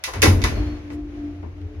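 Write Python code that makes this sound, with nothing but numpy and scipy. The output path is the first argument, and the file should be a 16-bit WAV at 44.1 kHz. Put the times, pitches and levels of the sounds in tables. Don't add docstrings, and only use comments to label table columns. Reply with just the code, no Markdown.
import sys
import numpy as np
from scipy import signal
from scipy.fft import rfft, irfft
from scipy.io import wavfile

SR = 44100
rng = np.random.default_rng(int(sys.argv[2]) if len(sys.argv) > 2 else 0)


def store_pcm(level_fs):
    pcm = np.round(np.clip(level_fs, -1, 1) * 32767).astype(np.int16)
    wavfile.write(sys.argv[1], SR, np.atleast_2d(pcm).T)


N = 79380
T, F = np.arange(N) / SR, np.fft.rfftfreq(N, 1 / SR)
LEFT_DB = 1.5
# frequency_hz, correlation
MIC_CORRELATION = [(60, 1), (300, 0.65), (550, 0.42), (2400, -0.18)]


def clacks():
    # start_s, bass_db, mid_db, treble_db, top_db, left_over_right_db
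    hits = [(0.0385, -74.5, -41.5, -28, -34, 0), (0.076, -48, -32, -52, -64, 5),
            (0.136, -45, -35, -40, -46.5, 1), (0.156, -39.5, -45.5, -50, -65.5, 6.5),
            (0.2190, -40.5, -37, -23, -27.5, -1.5), (0.2273, -27, -26, -22, -24.5, -1.5),
            (0.2331, -17, -21, -25, -26, 2), (0.2560, -26, -25, -27.5, -38, 2),
            (0.417, -41, -46, -35, -49, 0.5), (0.4389, -41.5, -26, -26.5, -34.5, -0.5),
            (0.902, -38.5, -46.5, -54.5, -72, 1), (1.4275, -38, -47.5, -67, -90, 6)]
    level_hz = [300, 1000, 3500, 11000]
    # frequency_hz, gain_db
    colour_with_dip = [(200, 3), (310, 10), (480, 7), (700, 3), (2200, 9.5), (3300, 4), (6300, 9.5),
                       (8400, -5), (10500, 10.5), (13500, -5)]
    # frequency_hz, t60_s
    car_decay = [(200, 0.32), (500, 0.31), (1500, 0.24), (8000, 0.25), (15000, 0.32)]
    # pitch_hz, gain_db
    metal_modes = [(508, 2), (1048, 2), (1153, -3), (1782, -2), (2239, -1), (2675, 0), (3580, -3),
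                   (3992, -3), (5640, -2)]
    ripple_db, ripple_step_hz, low_cut_hz = 4.8, 22, 190
    rise_cycles, crack_decay_s, shaft_t60_s, metal_t60_s = 1.41, .0022, .69, .24

    grid = np.arange(0, SR / 2, ripple_step_hz)
    ripples = rng.standard_normal((2, len(grid)))
    panels = np.array([unit(amp(ripple_db * np.interp(F, grid, row))) for row in ripples])
    panels **= 1 - np.clip(over_hz(MIC_CORRELATION, F), 0, 1)
    pink = np.sqrt(SR / 4 / (F + 1))
    colour = amp(over_hz(colour_with_dip, F)) * pink / np.sqrt(1 + (low_cut_hz / (F + 1)) ** 8)

    centres = np.geomspace(150, 15000, 9)
    bands = [np.interp(np.log(F + 1), np.log(centres), row) for row in np.eye(len(centres))]
    shaft = amp(-30.5 - 60 * T / shaft_t60_s)
    envelopes = []
    for hz in centres:
        rise = 1 - np.exp(-T * hz / rise_cycles)
        reflections = amp(-60 * T / over_hz(car_decay, hz))
        crack = amp(5) * np.sqrt(hz / level_hz[-1]) * np.exp(-T / crack_decay_s)
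        envelopes.append(rise * (reflections + crack + shaft))

    out, t = np.zeros((2, N)), T[:SR // 2]
    for start, *levels, side_db in hits:
        strength = list(zip(level_hz, levels))
        spectrum = mic_pair() * panels * colour * amp(over_hz(strength, F))
        burst = sum(irfft(spectrum * band, N) * envelope for band, envelope in zip(bands, envelopes))
        add(out, start, pan(side_db) * burst)
        for hz, db in metal_modes:
            ring = np.sin(2 * np.pi * (hz * t + rng.random((2, 1))))
            ring_db = db - 8.5 + over_hz(strength, hz) - 60 * t / metal_t60_s
            add(out, start, pan(side_db) * ring * amp(ring_db))
    return out


def bolt():
    # start_s, pitch_hz, level_db
    strikes = [(0.2219, 2600, -11.5), (0.2262, 2680, -7.5), (0.2285, 1850, -11), (0.2305, 410, -11),
               (0.2333, 2500, -10)]
    rise_cycles = 2.2
    out = np.zeros((2, N))
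    for start, hz, db in strikes:
        age = T * hz / rise_cycles
        ring = np.sin(2 * np.pi * (hz * T + .5 * rng.random((2, 1))))
        add(out, start, pan(LEFT_DB) * amp(db) * age * np.exp(1 - age) * ring)
    return out


def cabin():
    # start_s, level_db, rise_s
    jolts = [(0.155, -19.5, 0.061), (0.262, -10.5, 0.026), (0.537, -28, 0.015)]
    # pitch_hz, gain_db, t60_s
    modes = [(49.1, -10.5, 0.99), (91.86, 0.5, 0.76), (140.5, -5.5, 0.17), (210.9, -12.5, 0.5),
             (237, -16.5, 1), (291.2, -16, 1)]
    boom = np.sqrt(2) * sum(amp(db - 60 * T / t60) * np.sin(2 * np.pi * hz * T) for hz, db, t60 in modes)
    out = np.zeros((2, N))
    for start, db, rise in jolts:
        add(out, start, boom * amp(db) * np.minimum(T / rise, 1))
    return out


def motor():
    # time_s, level_db
    hum_level = [(0.3, -55), (0.588, -42), (0.601, -26.5), (0.74, -31.5), (0.8, -41.5), (0.9, -36.5),
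                 (0.95, -29), (1.03, -33), (1.13, -39), (1.25, -27.5), (1.34, -38.5), (1.46, -42),
                 (1.525, -55), (1.57, -41), (1.62, -39), (1.665, -50), (1.71, -41), (1.8, -47)]
    # time_s, pitch_hz
    hum_pitch = [(0.6, 298.3), (1.15, 292), (1.8, 298.7)]
    # pitch_ratio, level_db, share_of_swell
    partials = [(0.789, -57, 0.9), (1.18, -47, 0.6)]
    # start_s, end_s, pitch_hz, level_db
    whines = [(.92, 1.06, 697, -52), (1.1, 1.44, 688, -55.5), (1.58, 1.9, 426, -51)]
    # time_s, level_db
    drone_level = [(0.6, -42), (1.0, -37), (1.15, -51), (1.5, -33.5), (1.57, -43.5), (1.66, -27),
                   (1.72, -57), (1.78, -27)]
    usual_hum_db, whine_fade_s, drone_hz, fade_in_s = -33, .06, 88, .3
    hz, db = over_time(hum_pitch), over_time(hum_level)
    out = amp(db + 1.1 * wander(20)) * tone(hz, waver=.006, rate_hz=15.2)
    for ratio, level_db, share in partials:
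        partial = tone(ratio * hz, waver=.011, rate_hz=30)
        out += amp(level_db + share * (db - usual_hum_db)) * partial * (1 + .5 * wander(23))
    for start, end, whine_hz, level_db in whines:
        gate = np.clip(np.minimum(T - start, end - T) / whine_fade_s, 0, 1)
        out += gate * amp(level_db + 2 * wander(10)) * tone(whine_hz, waver=.011, rate_hz=10)
    drone = tone(drone_hz, waver=.031, rate_hz=9)
    out += amp(over_time(drone_level)) * drone * (1 + .3 * wander(4))
    return out * np.clip(T / fade_in_s, 0, 1) ** 2


def ride():
    # frequency_hz, density_db
    rumble_spectrum = [(22, -30.5), (45, 0.5), (89, -4), (112, -11), (180, -21.5), (420, -19),
                       (1200, -67.5)]
    # time_s, level_db
    rumble_level = [(0, -56), (0.12, -40), (0.3, -18.5), (0.6, -24), (0.8, -37), (1.8, -41.5)]
    # frequency_hz, density_db
    hiss_with_dip = [(100, -21.5), (380, -10.5), (600, 4.5), (950, -4), (2300, -6), (4000, -16),
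                     (6500, -20.5), (8500, -39.5), (11000, -28), (16000, -60)]
    # time_s, level_db
    slide_level = [(0, -53), (0.17, -42), (0.57, -37), (0.83, -48), (1.04, -54), (1.17, -49.5), (1.55, -55),
                   (1.8, -53)]
    scuff_at_s, scuff_width_s, scuff_hz, scuff_db = .935, .024, 5500, -56
    rumble = noise(amp(over_hz(rumble_spectrum, F))) * amp(over_time(rumble_level))
    slide = noise(amp(over_hz(hiss_with_dip, F))) * amp(over_time(slide_level) + .45 * wander(40))
    scuff = noise(hump(scuff_hz) / np.sqrt(F + 1)) * amp(scuff_db)
    return rumble + slide + scuff * np.exp(-((T - scuff_at_s) / scuff_width_s) ** 2)


def squeal():
    start_s, end_s, pitch_hz, level_db, fade_db = .53, .79, 4320, -48.5, -13
    progress = np.clip((T - start_s) / (end_s - start_s), 0, 1)
    gate = np.minimum(10 * np.minimum(progress, 1 - progress), 1)
    rough_tone = np.array([tone(pitch_hz, waver=.005, rate_hz=228) for _ in range(2)])
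    return gate * amp(level_db + fade_db * progress) * rough_tone


def ticks():
    # start_s, level_db
    hits = [(1.581, -51), (1.590, -50), (1.616, -45)]
    centre_hz, decay_s = 1200, .002
    out = np.zeros((2, N))
    for start, db in hits:
        add(out, start, noise(hump(centre_hz)) * amp(db) * np.exp(-T / decay_s))
    return out


def amp(db):
    return 10 ** (np.asarray(db) / 20)


def unit(x):
    return x / np.sqrt(np.mean(x ** 2) + 1e-20)


def over_hz(points, hz):
    f, value = np.transpose(points)
    return np.interp(np.log(hz + 1), np.log(f + 1), value)


def over_time(points):
    return np.interp(T, *np.transpose(points))


def pan(db):
    return amp([[db / 2], [-db / 2]])


def add(mix, start_s, sound):
    part = mix[:, max(round(start_s * SR), 0):][:, :sound.shape[-1]]
    part += sound[..., :part.shape[1]]


def wander(rate_hz):
    return unit(irfft(rfft(rng.standard_normal(N)) * np.exp(-(F / rate_hz) ** 2), N))


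def tone(hz, waver, rate_hz):
    pitch = hz * (1 + waver * wander(rate_hz))
    return np.sqrt(2) * np.sin(2 * np.pi * np.cumsum(pitch) / SR)


def mic_pair():
    a, b = rfft(rng.standard_normal((2, N)))
    correlation = np.clip(over_hz(MIC_CORRELATION, F), -1, 1)
    mid, side = a * np.sqrt((1 + correlation) / 2), b * np.sqrt((1 - correlation) / 2)
    return np.array([mid + side, mid - side])


def noise(gain):
    return unit(irfft(mic_pair() * gain, N))


def hump(hz):
    return np.exp(-np.log2((F + 1) / hz) ** 2 / 2)


def scene():
    return clacks() + bolt() + ticks() + squeal() + pan(LEFT_DB) * (cabin() + motor() + ride())


def record(dry):
    low_pass = signal.firwin(511, 16200, window=("kaiser", 9), fs=SR)
    return signal.oaconvolve(dry, low_pass[None], "same")


dry = scene()
out = record(dry)
store_pcm(out)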